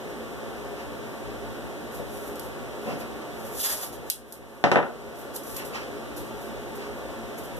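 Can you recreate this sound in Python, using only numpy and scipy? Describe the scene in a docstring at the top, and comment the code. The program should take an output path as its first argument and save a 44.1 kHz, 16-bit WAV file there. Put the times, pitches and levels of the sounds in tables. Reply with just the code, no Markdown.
"""Masking tape at a wooden workbench

In a small room, tape rasps off its roll in jerks as the glue sticks and slips, then is snapped off.
The roll drops on the bench, clatters and rings; fingers crinkle the strip and rub it onto cardboard.
A fan hisses and hums throughout. The stereo image is widened, and sharp treble ducks the level."""
import sys
import numpy as np
from scipy import signal
from scipy.fft import rfft, irfft, next_fast_len
from scipy.io import wavfile
from scipy.ndimage import uniform_filter1d

SR = 44100
rng = np.random.default_rng(int(sys.argv[2]) if len(sys.argv) > 2 else 0)


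def to_wav(s):
    """Save 16-bit WAV."""
    ch = np.atleast_2d(s).T  # columns
    pcm = np.round(np.clip(ch, -1, 1) * 32767)  # PCM
    wavfile.write(sys.argv[1], SR, pcm.astype(np.int16))


N = 334895
TIME = np.arange(N) / SR

# the jerks that pull tape off the roll: t/s, half length/s, level/dB, slip rate/Hz
JERKS = [(3.586, 0.019, -35.5, 278), (3.605, 0.0055, -25, 220), (3.6133, .0007, -20.5, 280),
         (3.635, 0.0064, -25, 370), (3.649, 0.0051, -22.5, 450), (3.663, 0.005, -21, 330),
         (3.69, .012, -30, 326), (3.705, 0.01, -28, 300), (3.727, 0.0091, -24.5, 330),
         (3.781, 0.02, -33.5, 230), (3.812, 0.0033, -34, 250), (3.832, 0.01, -30.5, 340),
         (3.866, 0.006, -37, 220), (3.933, 0.0095, -40, 210)]
# the roll lands, bounces twice and clatters to rest:
# t/s, level/dB, bass cut/Hz, treble cut/Hz, favoured pitch/Hz, rim crack/dB, crack treble cut/Hz
LANDINGS = [(4.6399, 5, 55, 2660, 637, -5, 6600), (4.716, 3, 120, 2780, 332, -8, 16000),
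            (4.7579, 4.5, 160, 2170, 460, -25, 7000), (4.771, -2.5, 600, 2200, 900, -28, 7000),
            (4.7871, -5, 600, 2000, 900, -36, 6000), (4.828, -11, 500, 2200, 1400, -46, 6000),
            (4.866, -20, 500, 2000, 1000, -50, 6000)]


def from_db(db):
    """Decibels to gain."""
    return 10 ** (np.asarray(db) / 20)


def at_hz(points, hz):
    """Read a table on a log-frequency axis."""
    f, value = np.transpose(points)
    return np.interp(np.log(np.maximum(hz, 1)), np.log(f), value)


def low_pass(x, hz):
    """A smooth treble roll-off."""
    return signal.sosfilt(signal.butter(2, hz, fs=SR, output="sos"), x + 1e-18)


def high_pass(x, hz):
    """A smooth bass roll-off."""
    return signal.sosfilt(signal.butter(2, hz, "high", fs=SR, output="sos"), x + 1e-18)


def coloured(x, spectrum, size=4096):
    """A minimum-phase EQ with the given curve: no pre-ring ahead of a transient."""
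    gain = from_db(at_hz(spectrum, np.linspace(0, SR / 2, size // 2 + 1)))
    cepstrum = irfft(np.log(gain))
    cepstrum[1:size // 2] *= 2
    cepstrum[size // 2 + 1:] = 0
    return signal.oaconvolve(x, irfft(np.exp(rfft(cepstrum))))[:N]


def resonance(x, hz, width_hz):
    """A band-pass with unity gain at its peak."""
    radius = np.exp(-np.pi * width_hz / SR)
    feedback = [1, -2 * radius * np.cos(2 * np.pi * hz / SR), radius ** 2]
    return signal.lfilter(np.array([1, 0, -1]) * (1 - radius ** 2) / 2, feedback, x + 1e-18)


def swell(s, half_s):
    """A bell-shaped rise and fall."""
    return np.exp(-.5 * np.minimum(((TIME - s) / half_s) ** 2, 100))


def spurt(s, attack_s=0.01, release_s=0.004):
    """A rise to the moment of letting go, then a faster fall."""
    return np.exp(-np.minimum(np.maximum((s - TIME) / attack_s, (TIME - s) / release_s), 20))


def crackle(per_s, spread_db):
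    """Glue threads and paper fibres let go at random, with uneven strengths; rms 1."""
    sizes = from_db(spread_db * np.minimum(rng.exponential(1, N), 4))
    clicks = (rng.random(N) < per_s / SR) * sizes * rng.choice([-1, 1], N)
    return clicks / np.sqrt(np.mean(clicks ** 2) + 1e-20)


def burst(s, length_s, size=4096):
    """A short, sharp noise burst with an even spectrum."""
    out, start = np.zeros(N), round(s * SR)
    age = TIME[:size] / length_s
    envelope = np.exp(-np.minimum(age, 20) ** 2)
    phase = np.angle(rfft(envelope * rng.standard_normal(size)))
    even = irfft(np.exp(1j * phase)) * np.exp(-np.minimum(age / 3, 20) ** 2)
    out[start:start + size] = even * np.sqrt(np.sum(envelope ** 2) / np.sum(even ** 2))
    return out


def diffuse(size):
    """Spectra of white noise reaching both microphones from all sides, and their frequencies."""
    # how alike the room sounds at the two microphones: f/Hz, correlation (-1..1)
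    likeness = [(40, 1), (130, 0.63), (300, 0.96), (600, 0.55), (1000, -0.094), (1600, -0.08),
                (2200, -0.23), (5000, 0.021)]
    mid, side = rfft(rng.standard_normal((2, size)))
    hz = np.linspace(0, SR / 2, len(mid))
    alike = at_hz(likeness, hz)
    return (np.sqrt(1 + alike) * mid + np.sqrt(1 - alike) * side * [[1], [-1]]) / np.sqrt(2), hz


def in_room(x, wet_db, lead_s, pan_db, bounce_db=-7.5, size=24000):
    """Direct sound (left microphone first), a scattered bounce off the bench, then the walls."""
    # the room's decay: f/Hz, T60/s
    room_t60 = [(150, 0.36), (600, 0.4), (2500, 0.2), (8000, 0.22), (14000, 0.2)]
    t = TIME[:size]
    noise, hz = diffuse(size)
    edges = np.r_[0, np.geomspace(200, SR / 2, 8)]
    decay_s = np.maximum(t - 0.0021, 0)   # early reflections briefly hold the level
    tail = np.zeros((2, size))
    for low, high in zip(edges, edges[1:]):
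        band = irfft(noise * ((hz >= low) & (hz < high)))
        tail += band * from_db(-60 * decay_s / at_hz(room_t60, (low + high) / 2))
    tail *= np.minimum(t / 0.0017, 1)
    bounce = irfft(diffuse(size)[0]) * np.exp(-np.minimum(((t - .0036) / .0007) ** 2, 100))
    response = sum(from_db(db) * part / np.sqrt(np.sum(part ** 2) / 2)
                   for db, part in ((wet_db, tail), (bounce_db, bounce)))
    response[0, 0] += 1
    response[1, round(lead_s * SR)] += 1
    return signal.oaconvolve(x[None], response, axes=1)[:, :N] * from_db([[pan_db / 2], [-pan_db / 2]])


def fan(ripple_db=2.5, ripple_hz=14, waver_db=4, waver_hz=7.6):
    """A steady bed of air noise, its spectrum rippled by room modes, over a wavering motor hum."""
    # rushing air: f/Hz, noise density/dB
    air_spectrum = [(25, -75), (45, -64), (90, -70), (150, -65), (195, -68), (400, -67), (620, -70.5),
                    (1000, -77.5), (2000, -81.5), (3000, -85), (4300, -91.5), (6000, -92), (9000, -94),
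                    (11000, -96), (12100, -91.5), (13200, -99.5), (15000, -99)]
    # the fan's resonances: f/Hz, width/Hz, boost/dB
    peaks = [(154.7, 9.8, 3.3), (226.3, 24, 6.6), (296.2, 15, 8), (354, 12.5, 7), (414.7, 12, 7.5),
             (503, 8.6, 7.8), (540, 10.5, 2.4), (699, 12, 6), (884, 16, 6.3), (1120, 100, 3), (1468, 12, 5)]
    # motor hum, a standing wave in the room: f/Hz, left/dB, right/dB, phase between microphones/rad
    hum_tones = [(59.5, -46.5, -47.5, 0.046), (115.7, -62, -51.5, 1.84)]
    noise, hz = diffuse(2 * next_fast_len(N // 2 + 1))
    ripple = np.interp(hz / ripple_hz, np.arange(2048), rng.standard_normal(2048))
    peaks_db = sum(db / (1 + (2 * (hz - f) / width) ** 2) for f, width, db in peaks)
    air_db = at_hz(air_spectrum, hz) + ripple_db * ripple + peaks_db
    air = irfft(noise * from_db(air_db))[:, :N] * np.sqrt(SR / 2)
    hum = sum(from_db([[left], [right]]) * np.sqrt(2) * np.sin(2 * np.pi * f * TIME + [[phase], [0]])
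              for f, left, right, phase in hum_tones)
    waver = low_pass(rng.standard_normal(N + SR), waver_hz)[SR:]
    return air + hum * from_db(waver_db * waver / waver.std())


def rubbing():
    """Skin drags over paper: dense, dull grains under each stroke."""
    # hands slide over the cardboard and the roll: t/s, half length/s, level/dB
    strokes = [(0.8, 0.023, -60), (2.9, 0.046, -57), (3.013, 0.0084, -57), (5.591, 0.023, -54),
               (5.753, 0.013, -47), (5.817, 0.029, -59), (6.826, 0.034, -60)]
    # tone of skin on paper: f/Hz, gain/dB
    rub_eq = [(150, -4), (700, 17.5), (1500, 17.5), (2700, 19.5), (3500, 5), (5000, 11.5), (8000, -1),
              (15000, -6)]
    pressure = sum(from_db(db) * swell(s, half_s) for s, half_s, db in strokes)
    return coloured(pressure * crackle(per_s=2900, spread_db=-1.0), rub_eq)


def crinkling(level_db=-2):
    """Fingers stick to the tape and come away in sparse little ticks."""
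    # fingers knead the tape: t/s, half length/s, level/dB
    squeezes = [(1.953, 0.024, -44.5), (2.18, 0.084, -46.5), (2.44, .02, -44.5), (2.86, .06, -52),
                (3.44, 0.074, -48), (4.084, 0.026, -47), (4.287, 0.022, -46), (4.55, 0.15, -53),
                (5.193, .03, -46), (5.484, 0.025, -37), (5.545, 0.026, -41), (6.422, 0.051, -51),
                (7.447, 0.018, -48), (7.574, 0.022, -50)]
    # a fingertip lifts off the glue: t/s, level/dB
    lifts = [(1.95, -51), (2.278, -45), (2.356, -46), (3.001, -41), (3.468, -48), (3.518, -51),
             (3.547, -35.5), (4.338, -31), (5.364, -25), (5.436, -43), (5.572, -37), (5.66, -33.5),
             (5.685, -41), (6.267, -45), (6.762, -41), (7.387, -39)]
    # thin, bright tone of the ticks: f/Hz, gain/dB
    crinkle_eq = [(300, -57), (2000, -41), (4000, -10.5), (6000, -4), (10000, -1.5), (12400, 5),
                  (15000, -16)]
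    touch = sum(from_db(db) * swell(s, half_s) for s, half_s, db in squeezes)
    touch += sum(from_db(db) * spurt(s) for s, db in lifts)
    return coloured(from_db(level_db) * touch * crackle(per_s=1200, spread_db=4.5), crinkle_eq)


def contacts():
    """Every knock on the bench: t/s, level/dB, bass cut/Hz, treble cut/Hz, favoured pitch/Hz."""
    # hands softly bump the bench and pick up the roll: t/s, level/dB
    bumps = [(1.997, -17), (2.854, -18), (2.873, -19), (2.877, -13), (2.909, -17.5), (2.930, -18),
             (2.972, -21)]
    return [(s, db, 59, 530, 526) for s, db in bumps] + [row[:5] for row in LANDINGS]


def thuds(level_db=-2.5):
    """Each contact is a short push on the bench top, duller when soft, thinner when glancing."""
    # the dull body of a knock: f/Hz, gain/dB
    thud_eq = [(40, 14), (90, 16), (140, 25.5), (350, 22), (750, 21.5), (1100, 13.5), (1800, 19),
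               (2500, 14), (3500, 9.5), (4600, 1), (8000, 4), (15000, 0)]
    pushes = np.zeros(N)
    for s, db, bass_hz, treble_hz, _ in contacts():
        push = low_pass(signal.unit_impulse(N, round(s * SR)), treble_hz)
        pushes += from_db(db) * high_pass(push, bass_hz)
    return from_db(level_db) * coloured(pushes, thud_eq)


def knock_ring(ring_db=8.5, favour_db=10, favour_octaves=.25, size=14000):
    """The room and the roll's hollow core ring on after each knock; where it lands favours some modes."""
    # modes of the room and the roll: f/Hz, level/dB, T60/s
    modes = [(150, -41, .25), (221, -38, .22), (290, -38, .13), (365, -32, .11), (414, -42, .13),
             (483, -34, .15), (570, -34, .17), (678, -43, .16), (712, -35, .16), (785, -38, .15),
             (823, -40, .16), (899, -34.5, .17), (967, -40, .17), (1012, -40, .18), (1174, -45, .16),
             (1265, -44, .14), (1329, -46, .18), (1380, -45, .18), (1470, -45, .15), (1583, -42, .14),
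             (1720, -43, .2), (1790, -42, .15), (1910, -41, .15), (2040, -41, .15), (3480, -50, .1)]
    t, out = TIME[:size], np.zeros((2, N))
    hz, mode_db, t60 = np.transpose(modes)[:, :, None]
    attack = 1 - np.exp(-t / 0.0015)
    envelopes = from_db(mode_db + ring_db - 60 * t / t60) * attack
    for s, db, bass_hz, treble_hz, favoured_hz in contacts():
        boost_db = favour_db * np.exp(-.5 * (np.log2(hz / favoured_hz) / favour_octaves) ** 2)
        mic_phase = rng.normal(0, 0.49, (2, len(hz), 1))
        phase = mic_phase + rng.uniform(0, 2 * np.pi, hz.shape)
        ring = np.sum(from_db(db + boost_db) * envelopes * np.sin(2 * np.pi * hz * t + phase), axis=1)
        start = round(s * SR)
        out[:, start:start + size] += high_pass(low_pass(ring, treble_hz), bass_hz)
    return out


def rim_cracks(length_s=0.0011):
    """The hard rim of the roll slaps the wood, brighter when it lands on its edge."""
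    # tone of the slap: f/Hz, gain/dB
    crack_eq = [(300, -15), (1000, -13), (2300, -10), (3300, -4), (4300, 0), (6000, -6), (9000, -14),
                (15000, -26)]
    slaps = sum(from_db(db) * low_pass(burst(s, length_s), hz) for s, *_, db, hz in LANDINGS)
    return coloured(slaps, crack_eq)


def stick_slip(threads, wander=0.09, depth_db=16, click_db=1, uneven_db=3):
    """The glue lets go with a click and grips again, hundreds of times a second: a buzzing rasp."""
    s, _, _, slip_hz = np.transpose(JERKS)
    jitter = low_pass(rng.standard_normal(N), hz=107.5)
    rate_hz = np.interp(TIME, s, slip_hz) * np.exp(wander * jitter / jitter.std())
    slips = np.cumsum(rate_hz) / SR
    grip = from_db(-depth_db * (slips % 1))
    clicks = np.diff(np.floor(slips), prepend=0) * from_db(uneven_db * rng.uniform(-1, 1, N))
    return threads * grip / np.sqrt(np.mean(grip ** 2)) + from_db(click_db) * clicks / clicks.std()


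def peeling(level_db=-1, start_m=0.0121, end_m=0.129, wave_m_per_s=196.4, damping=0.053):
    """Each jerk breaks a swarm of glue threads; the freed strip rings, lower as it grows longer."""
    # tone of the peel: f/Hz, gain/dB
    peel_eq = [(150, -34), (600, 1.5), (1100, -6), (1600, -4), (2800, -8.5), (3800, -8), (4800, -4.5),
               (7000, -4.5), (10000, -2), (11600, 2), (12250, 2), (12800, 1.5), (13500, -4), (15000, -35)]
    rasp = stick_slip(crackle(per_s=9000, spread_db=1.0))
    jerks = [from_db(db + level_db) * swell(s, half_s) for s, half_s, db, _ in JERKS]
    jerk_db = np.transpose(JERKS)[2]
    peeled = np.cumsum(sum(jerks))
    strip_m = start_m + (end_m - start_m) * peeled / peeled[-1]
    out = np.zeros(N)
    for jerk, slack_db in zip(jerks, jerk_db.max() - jerk_db):
        strip_hz = wave_m_per_s / (2 * strip_m[jerk.argmax()])
        radiated = high_pass(jerk * rasp, 0.67 * strip_hz)
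        out += radiated
        for overtone, hz in enumerate(strip_hz * np.arange(1, 4)):
            if hz < SR / 2:
                ring_db = 8 - 3 * slack_db - 0.5 * overtone   # a taut strip rings most
                out += from_db(ring_db) * resonance(radiated, hz, damping * strip_hz)
    return coloured(out, peel_eq)


def snapping():
    """The loudest snap tears the strip off; in the others it flicks free of the fingers."""
    # snaps of the tape: t/s, length/s, level/dB, bass cut/Hz
    snaps = [(2.357, .001, -38, 3000), (2.3955, 0.0014, -31, 1200), (4.1, 0.0019, -4, 150),
             (4.3235, 0.0024, -24.5, 4000), (5.348, .002, -37, 8000), (5.358, .002, -33, 5000),
             (5.3617, 0.0024, -26, 600), (5.5645, 0.0058, -32, 1510), (6.163, 0.042, -44, 300)]
    # sharp tone of tearing tape: f/Hz, gain/dB
    tear_eq = [(200, -24), (1200, -22), (2800, -0.5), (4200, 1.5), (5600, 0.5), (8000, 2.5), (12000, 8.5),
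               (15000, -8)]
    bursts = sum(from_db(db) * high_pass(burst(s, length_s), hz) for s, length_s, db, hz in snaps)
    return coloured(bursts, tear_eq)


def scene():
    """Tape, hands and roll close by in the small room, over the fan."""
    tape = in_room(peeling() + crinkling() + rubbing(), wet_db=3.5, lead_s=.0003, pan_db=-1.0)
    tear = in_room(snapping(), wet_db=-2, lead_s=.00016, pan_db=-0.5)
    thud = in_room(thuds(), wet_db=2.8, lead_s=.00019, pan_db=8.0)
    rim = in_room(rim_cracks(), wet_db=-0.5, lead_s=.00028, pan_db=-3.0, bounce_db=-14)
    return tape + tear + thud + rim + knock_ring() + fan()


def widened(x, share=0.87, delay_s=0.0004405, fade_hz=4600):
    """Each channel has a delayed, duller copy of the other taken away from it."""
    size = 2 * next_fast_len(N // 2 + 64)
    spectra = rfft(x, size)
    hz = np.linspace(0, SR / 2, spectra.shape[1])
    crossfeed = share * np.exp(-2j * np.pi * hz * delay_s) / np.sqrt(1 + (hz / fade_hz) ** 8)
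    return irfft(spectra - crossfeed * spectra[::-1])[:, :N]


def gain_control(x, threshold_db=-32.5, slope=.46, release_db_per_s=8.5):
    """Sharp treble ducks the gain at once; it then creeps back up."""
    treble_power = uniform_filter1d(np.mean(high_pass(x, 7000) ** 2, axis=0), size=96)
    treble_db = 10 * np.log10(np.abs(treble_power) + 1e-12)
    cut_db = slope * np.maximum(treble_db - threshold_db, 0)
    release_db = release_db_per_s * TIME
    held_db = np.maximum.accumulate(cut_db + release_db) - release_db
    return x * from_db(-uniform_filter1d(held_db, size=32))


def record(dry, cutoff_hz=14500):
    """Stereo widening, gain control and a steep top cut."""
    top_cut = signal.ellip(10, .2, 80, cutoff_hz, fs=SR, output="sos")
    return signal.sosfilt(top_cut, gain_control(widened(dry)))


dry = scene()
out = record(dry)
to_wav(out)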